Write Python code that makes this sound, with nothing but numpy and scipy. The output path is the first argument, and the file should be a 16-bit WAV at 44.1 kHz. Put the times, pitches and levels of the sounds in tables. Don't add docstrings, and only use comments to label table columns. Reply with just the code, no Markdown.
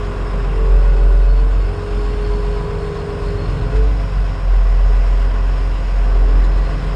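import sys
import numpy as np
from scipy import signal
from scipy.fft import rfft, irfft, next_fast_len
from scipy.io import wavfile
from scipy.ndimage import uniform_filter1d, map_coordinates

SR = 44100
rng = np.random.default_rng(int(sys.argv[2]) if len(sys.argv) > 2 else 0)


def log_audio(samples):
    frames = np.atleast_2d(samples).T
    limited = np.clip(frames, -1, 1)
    pcm = np.round(limited * 32767).astype(np.int16)
    wavfile.write(sys.argv[1], SR, pcm)


def gain_from_db(level_db):
    decades = np.asarray(level_db, float) / 20
    return 10 ** decades


N = 306495

# start_s, firing_hz, boom_db, pump_hum_db
ENGINE_RUN = [(0.0, 46.16, -19.5, -33.0), (0.1, 45.4, -24, -35.5), (0.2, 45.7, -21.5, -32.5),
              (0.3, 45.6, -21, -37), (0.4, 45, -16.5, -31), (0.5, 44.8, -17.5, -37),
              (0.6, 44.38, -13.0, -34), (0.7, 44.3, -9, -32), (0.8, 43.77, -9.0, -37.0),
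              (0.9, 43.97, -9.0, -38.0), (1.0, 43.97, -9.5, -36.0), (1.1, 43.92, -9.0, -34),
              (1.2, 43.94, -9.0, -36.0), (1.3, 44, -9.0, -44), (1.4, 44.36, -10.0, -65.0),
              (1.5, 44.78, -10.5, -60), (1.6, 45.2, -13.0, -41), (1.7, 45.27, -17.5, -32),
              (1.8, 45.8, -29, -30.0), (1.9, 45.91, -20, -29.0), (2.0, 45.97, -15, -28),
              (2.1, 46.36, -18.0, -30), (2.2, 46.04, -19, -28.0), (2.3, 46.08, -15.5, -27.0),
              (2.4, 45.93, -18.0, -27.0), (2.5, 46, -18, -28), (2.6, 45.8, -20.0, -28),
              (2.7, 45.73, -25, -29), (2.8, 45.7, -22.5, -28.5), (2.9, 45.74, -26, -28.5),
              (3.0, 45.38, -31.0, -30), (3.1, 45.4, -33, -29.5), (3.2, 45.25, -22.5, -30.0),
              (3.3, 45.36, -20, -29.5), (3.4, 45.16, -25, -28.5), (3.5, 45.05, -19, -41),
              (3.6, 45.28, -23.0, -39), (3.65, 45.67, -17, -29), (3.7, 46.35, -25, -40),
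              (3.75, 48.04, -12, -26.5), (3.8, 48.4, -11.5, -24), (3.9, 48.52, -12.5, -37),
              (4.0, 48.0, -16.5, -40), (4.1, 46.93, -21, -39.5), (4.2, 46.58, -12.5, -43),
              (4.3, 45.86, -18.5, -43.0), (4.4, 44.25, -21.5, -39), (4.5, 43.4, -11, -47),
              (4.6, 43.7, -9, -44), (4.7, 43.63, -10.5, -47.0), (4.8, 43.58, -11, -52),
              (4.9, 43.91, -10.0, -52), (5.0, 43.88, -11.5, -49.0), (5.1, 44.06, -11.5, -51.0),
              (5.2, 44.36, -11.5, -37), (5.3, 44.47, -14.0, -46), (5.4, 44.5, -13.5, -43),
              (5.5, 44.73, -14.0, -49), (5.6, 44.74, -15.5, -47.0), (5.7, 44.99, -15.0, -40),
              (5.8, 44.7, -18.5, -53.0), (5.9, 44.3, -15.0, -56), (6.0, 43.88, -12.5, -53),
              (6.1, 43.58, -11.0, -37), (6.2, 43.3, -10.5, -37.5), (6.3, 43.45, -10.0, -42),
              (6.4, 43.86, -10.0, -40), (6.5, 44.45, -11.5, -41), (6.6, 44.9, -12.5, -38),
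              (6.7, 45.05, -17.5, -37.5), (6.8, 45.4, -21, -43), (6.95, 45.48, -17.5, -37)]
TONE_MULTIPLES = [2, 3, 6, 7, 10, 13]
# start_s, rumble_db, block_db, hiss_db, frame_db
LOAD_LEVELS = [(0.03, -28.5, -35, -42, -33.5), (0.18, -29.5, -34, -43.5, -34),
               (0.45, -26, -34, -44.5, -34.5), (1.02, -28.5, -35.5, -45, -36), (1.23, -32, -37, -46, -38),
               (1.71, -25.5, -36, -45.5, -35.5), (1.9, -24.5, -35, -43.5, -33.5),
               (2.15, -24, -35.5, -43, -33), (2.67, -24, -35.5, -44, -35.5),
               (3.03, -25, -35.5, -43.5, -34.5), (3.53, -22.5, -35.5, -43.5, -36),
               (3.68, -22, -35, -44, -32.5), (3.76, -26, -33, -42, -34.5), (3.8, -26, -35.5, -43, -38.5),
               (4.22, -28.5, -36, -43.5, -38.5), (4.54, -29.5, -35.5, -44, -41.5),
               (4.93, -28, -35, -43, -39.5), (5.35, -31.5, -35, -43, -38), (5.83, -26, -35.5, -43, -39.5),
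               (5.86, -28, -37, -42, -37), (6.0, -27.5, -33.5, -43.5, -36.5), (6.21, -25.5, -34, -44, -39),
               (6.4, -26.5, -33.5, -43, -36), (6.9, -24.5, -34, -42, -36.5)]
# start_s, share (0-1)
SWING_FLOW = [
    (0, 0.8),
    (1.2, 0.83),
    (1.6, 1),
    (3.6, 0.9),
    (3.9, .05),
    (6, 0.04),
    (6.95, 0.4),
]


def unit(x):
    return x / np.sqrt(np.mean(x ** 2) + 1e-20)


def curves(rows):
    start_s, *columns = np.transpose(rows)
    t = np.arange(N) / SR
    return [np.interp(t, start_s, column) for column in columns]


def wobble(rate_hz):
    knots = rng.standard_normal(int(N * rate_hz / SR) + 4)
    return map_coordinates(knots, [np.arange(N) * rate_hz / SR])


def coloured(x, points):
    size = next_fast_len(N + 8192)
    hz, db = np.transpose(points)
    log_hz = np.log(np.fft.rfftfreq(size, 1 / SR) + 1)
    gain = gain_from_db(np.interp(log_hz, np.log(hz + 1), db, -120, -120))
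    return unit(irfft(rfft(x, size) * gain, size)[:N])


def rush(points, patchy_db):
    spectrum = signal.stft(rng.standard_normal(N), nperseg=512)[2]
    field = uniform_filter1d(rng.standard_normal(spectrum.shape), 5, 0)
    field = uniform_filter1d(field, 8, 1)
    patchy = signal.istft(spectrum * gain_from_db(patchy_db * unit(field)), nperseg=512)[1][:N]
    return coloured(patchy, points)


def cab(x, t60, wet_db):
    t = np.arange(SR // 10) / SR
    tails = rng.standard_normal((2, len(t))) * gain_from_db(-60 * t / t60)
    tails = tails / np.linalg.norm(tails[0])
    echoes = signal.fftconvolve(x[None], tails, axes=1)[:, :N]
    turn = np.pi / 2 * np.clip(curves(SWING_FLOW)[0], 0, 1)
    wet = gain_from_db(wet_db) * (np.sin(turn) * echoes[0] + np.cos(turn) * echoes[1])
    return (x + wet) / np.sqrt(1 + gain_from_db(2 * wet_db))


def oil():
    # hz, db per Hz
    flow_colour = [(6500, -20), (7300, 1), (8100, -6.5), (8800, 0.5), (9800, -14)]
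    # hz, db per Hz
    relief_colour = [(4500, -21), (5150, -1), (5700, -10.5), (6100, -22), (6750, -9.5), (7500, -26)]
    share = np.clip(curves(SWING_FLOW)[0], 0, 1)
    swinging = gain_from_db(-62.5) * share * rush(flow_colour, patchy_db=3)
    resting = gain_from_db(-57.5) * (1 - share) * rush(relief_colour, patchy_db=3.5)
    return swinging + resting


def panels():
    # pitch_hz, width_hz, level_db
    modes = [(419, 33, 0), (530.8, 28, -5), (678, 25, -2), (800, 31, -9), (1000, 40, -5), (1105, 31, -10.5),
             (1458, 70, -10), (1700, 67, -22.5), (1954, 58, -15.5), (2207, 19, -23), (2565, 50, -16),
             (2740, 80, -20.5)]
    f = np.fft.rfftfreq(N, 1 / SR)
    white = rfft(rng.standard_normal(N))
    out = np.zeros(N)
    for hz, width_hz, db in modes:
        half = width_hz / 2
        ring = irfft(white * half ** 2 / ((f - hz) ** 2 + half ** 2), N)
        out += gain_from_db(db + 2.5 * wobble(1.63)) * ring
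    return unit(out)


def clatter(firings):
    # hz, db per Hz
    rumble_colour = [(15, -11), (25, -4.5), (40, -9), (60, -3.5), (100, -2), (160, -6.5), (200, -23.5),
                     (260, -44.5)]
    frame_colour = [(150, -26), (185, 0.5), (215, -7.5), (260, -5), (330, -4.5), (400, -7.5), (480, -30.5)]
    block_colour = [(300, -32), (390, -5), (450, -6), (680, -3.5), (880, -8), (1100, -3), (1300, -12.5),
                    (1600, -9), (1900, -16), (2600, -31)]
    hiss_colour = [(1200, -20.5), (2000, -1), (2800, -2), (3900, -8.5), (4450, -11), (5200, -5),
                   (5700, -15.5), (6030, -22), (6600, -15.5), (8000, -19.5), (9200, -22.5), (10200, -30),
                   (12500, -35.5), (15300, -39.5)]
    cylinder_levels = [0.29, -1.1, 1.5, -0.3, -0.43, -1.7]
    rumble_db, block_db, hiss_db, frame_db = curves(LOAD_LEVELS)
    cylinder_db = np.interp(firings % 6, np.arange(7), cylinder_levels + cylinder_levels[:1])
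    puff = np.cos(2 * np.pi * (firings - .4))
    rumble = gain_from_db(rumble_db - 10.5) * rush(rumble_colour, patchy_db=3.0)
    frame = gain_from_db(frame_db - 5) * rush(frame_colour, patchy_db=1.5)
    block = rush(block_colour, patchy_db=0.3) + gain_from_db(-2) * panels()
    block *= gain_from_db(block_db - 1.0 + 0.86 * cylinder_db + 0.55 * puff)
    hiss_db = hiss_db + .6 * cylinder_db + .5 * puff + 0.46 * wobble(18)
    hiss = gain_from_db(hiss_db) * rush(hiss_colour, patchy_db=0.97)
    return rumble + frame + block + hiss


def knocks():
    # start_s, level_db, t60_s
    impacts = [
        (1.4, -42, .05),
        (2.94, -41, 0.07),
        (3.75, -41, .12),
        (6.04, -40, .05),
        (6.3, -42, 0.05),
        (6.435, -35, 0.078),
        (6.57, -41, 0.068),
        (6.8, -42, 0.061),
    ]
    # hz, db
    steel_colour = [(300, -23), (900, -5.5), (2700, -7), (4000, -5), (5200, -19), (6000, -25), (7000, -10),
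                    (8000, -21), (9500, -26), (11000, -45)]
    t = np.arange(N) / SR
    shape = np.zeros(N)
    for start_s, db, t60 in impacts:
        attack = np.clip((t - start_s) / .016, 0, 1) ** 2
        shape += attack * gain_from_db(db + 8 - 60 * np.maximum(t - start_s, 0) / t60)
    return shape * rush(steel_colour, patchy_db=2.0)


def valve(firings):
    # start_s, level_db
    tick_levels = [(0.03, -73.5), (0.58, -75), (0.76, -76), (1.71, -79), (1.81, -75), (3.45, -78),
                   (3.68, -66), (3.7, -76), (6.78, -78), (6.9, -79)]
    window = np.exp(-((firings + 3.2) % 6 - 3) ** 2 / .3)
    level = gain_from_db(curves(tick_levels)[0] - 0.5 + 2.5 * wobble(6))
    level *= .25 + curves(SWING_FLOW)[0]
    return level * window * rush([(9900, -25.5), (10800, -1), (11800, -19)], patchy_db=0.5)


def squeal():
    # start_s, level_db, pitch_hz
    squeals = [
        [(0.7, -73, 4330), (0.72, -57, 4320), (0.77, -68, 4342), (0.83, -55, 4360), (0.92, -65, 4351),
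         (0.99, -53, 4350), (1.15, -61, 4369), (1.4, -49, 4410), (1.48, -66, 4441), (1.54, -49, 4460),
         (1.59, -56, 4408), (2.08, -52, 4385), (2.21, -52, 4364), (2.23, -47.5, 4413), (2.7, -55, 4334),
         (3.01, -50, 4310), (3.09, -62, 4290), (3.1, -49, 4280), (3.15, -68, 4280), (3.29, -46, 4293),
         (3.33, -62, 4246), (3.37, -47, 4300), (3.71, -54, 4270), (3.73, -69, 4180), (3.75, -56, 4160)],
        [(6.38, -53, 4223), (6.428, -61, 3900), (6.444, -43, 4090), (6.498, -65, 4144), (6.516, -51, 4147),
         (6.704, -52, 4226), (6.9, -60, 4160)],
    ]
    t = np.arange(N) / SR
    out = np.zeros(N)
    for rows in squeals:
        db, hz = curves(rows)
        fade = np.clip(np.minimum(t - rows[0][0], rows[-1][0] - t) / .05, 0, 1)
        catches = unit(gain_from_db(1.2 * wobble(45)) * wobble(290))
        carrier = np.sqrt(2) * np.sin(2 * np.pi * np.cumsum(hz) / SR)
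        out += fade * gain_from_db(db - 2.5) * catches * carrier
    return out


def cycle_comb(firings, db, memory, drift):
    cycle = firings / 6
    count, size = int(firings[-1] / 6) + 2, 4096
    fresh = rng.standard_normal((count, len(db))) + 1j * rng.standard_normal((count, len(db)))
    keep = np.clip(memory, 0, .95)
    change = signal.lfilter([np.sqrt(1 - keep ** 2)], [1, -keep], fresh, axis=0)
    steady = fresh[0] / abs(fresh[0])
    shapes = irfft(gain_from_db(db) * (steady + drift * change), size)
    wrapped = np.c_[shapes, shapes[:, 0]]
    return unit(map_coordinates(wrapped, [cycle, cycle % 1 * size], order=1))


def growl(firings):
    # cycle_order, level_db
    low_orders = [(3, -4), (4, -12.5), (5, -1), (7, -10.5), (8, -8.5), (9, -0.5), (10, -2), (11, -4),
                  (13, -7.5), (14, 0.5), (15, -10), (16, -9), (17, -8), (19, -10.5), (20, -6.5), (21, 0),
                  (22, -5), (24, -7), (25, -13.5), (26, -8.5), (30, -14.5), (31, -14.5), (32, -7),
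                  (33, -22), (34, -16.5), (40, -20.5), (44, -13.5), (48, -11.5)]
    # hz, db
    shell_response = [(330, -26.5), (400, -9.5), (520, 4), (620, -9.5), (700, -6), (850, -10), (1050, -7),
                      (1500, -9), (2200, -32.5)]
    rumble_db, block_db, _, frame_db = curves(LOAD_LEVELS)
    order = np.arange(300)
    listed_db = np.full(len(order), -90.)
    for k, db in low_orders:
        listed_db[int(round(k))] = db
    below = order < 23
    high_db = 3.2 * (order % 6 == 0) + 1.8 * (order % 3 == 0)
    high_db[6 * np.array([1, 9] + TONE_MULTIPLES)] = -60
    low = cycle_comb(firings, listed_db - 90 * ~below, memory=.82, drift=.65)
    middle = cycle_comb(firings, listed_db - 90 * below, memory=.9, drift=.5)
    high = coloured(cycle_comb(firings, high_db, memory=0.72, drift=0.86), shell_response)
    return gain_from_db(rumble_db - 2.5) * low + gain_from_db(frame_db - 3.5) * middle + gain_from_db(block_db - 3) * high


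def tones(firings):
    # start_s, then level_db of each of TONE_MULTIPLES
    harmonic_levels = [(0.0, -30, -46.0, -47.0, -39, -53, -61.0), (0.2, -32, -41, -42.5, -55, -46, -61),
                       (0.4, -35, -32, -44, -55, -45.5, -58), (0.6, -40, -35, -47.0, -50, -29, -44),
                       (0.79, -34, -36.0, -52, -58, -34, -38), (0.99, -38, -35, -61, -40, -35, -38.5),
                       (1.19, -46, -36, -77.0, -41.5, -38, -38.5),
                       (1.39, -42, -32, -39, -49.5, -34.5, -42.5), (1.59, -29.0, -46, -43.0, -40, -40, -67),
                       (1.79, -28.0, -35.0, -65.0, -44, -38, -51.0), (1.99, -41, -57, -41.5, -45, -43, -57),
                       (2.18, -42, -39.0, -41.5, -51, -44, -52), (2.38, -45, -49, -45, -46.0, -43, -56),
                       (2.58, -47, -34, -63, -49, -38.5, -57), (2.78, -35, -37, -56, -48, -33, -51),
                       (2.98, -46, -37.0, -44, -54, -34.5, -46), (3.18, -32, -39, -41, -52, -36, -44),
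                       (3.38, -27, -44, -38, -45, -40, -45), (3.57, -25.5, -26.5, -38.5, -45, -38.5, -44),
                       (3.77, -33, -32.5, -36, -60.0, -53.0, -64.0),
                       (3.97, -30.5, -38, -36.5, -53, -49.0, -60.0),
                       (4.17, -30.0, -32.5, -51, -66.0, -67.0, -67.0),
                       (4.37, -29, -40.0, -41.5, -48, -62, -68), (4.57, -36, -46, -67, -57, -52.0, -59),
                       (4.77, -38.0, -39, -47, -66, -54, -45), (4.96, -40, -49, -46.5, -58, -68.0, -51),
                       (5.16, -37, -49, -48.5, -61, -74, -40), (5.36, -29.5, -46, -44, -56, -71, -61),
                       (5.56, -33, -36.0, -41, -50, -64.0, -62), (5.76, -34, -41, -43.5, -42.5, -61, -56),
                       (5.96, -41, -45, -45.5, -55, -53, -48), (6.16, -38, -60.0, -44, -46.0, -39, -49),
                       (6.35, -35, -47, -36, -35.5, -36.5, -45), (6.55, -41, -48, -46.5, -42.5, -54, -59),
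                       (6.75, -37.0, -32, -41, -42, -52, -61), (6.95, -40, -41, -40, -51, -54, -59)]

    def sine(multiple):
        return np.sqrt(2) * np.sin(2 * np.pi * (multiple * firings + rng.random()))

    _, boom_db, hum_db = curves(ENGINE_RUN)
    out = gain_from_db(boom_db + .7 * wobble(16)) * sine(1)
    out += gain_from_db(hum_db + .8 * wobble(25)) * sine(9)
    for multiple, db in zip(TONE_MULTIPLES, curves(harmonic_levels)):
        out += gain_from_db(db + 0.74 * wobble(9)) * sine(multiple)
    return out


def scene():
    firings = np.cumsum(curves(ENGINE_RUN)[0]) / SR
    noise = cab(clatter(firings) + oil() + knocks(), t60=.1, wet_db=-16)
    mix = noise + valve(firings) + squeal() + growl(firings) + tones(firings)
    return mix[None]


def top_cut(x):
    return signal.sosfilt(signal.butter(12, 15270, fs=SR, output="sos"), x)


def record(dry):
    mix = dry + .0012
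    return top_cut(mix)


dry = scene()
out = record(dry)
log_audio(out)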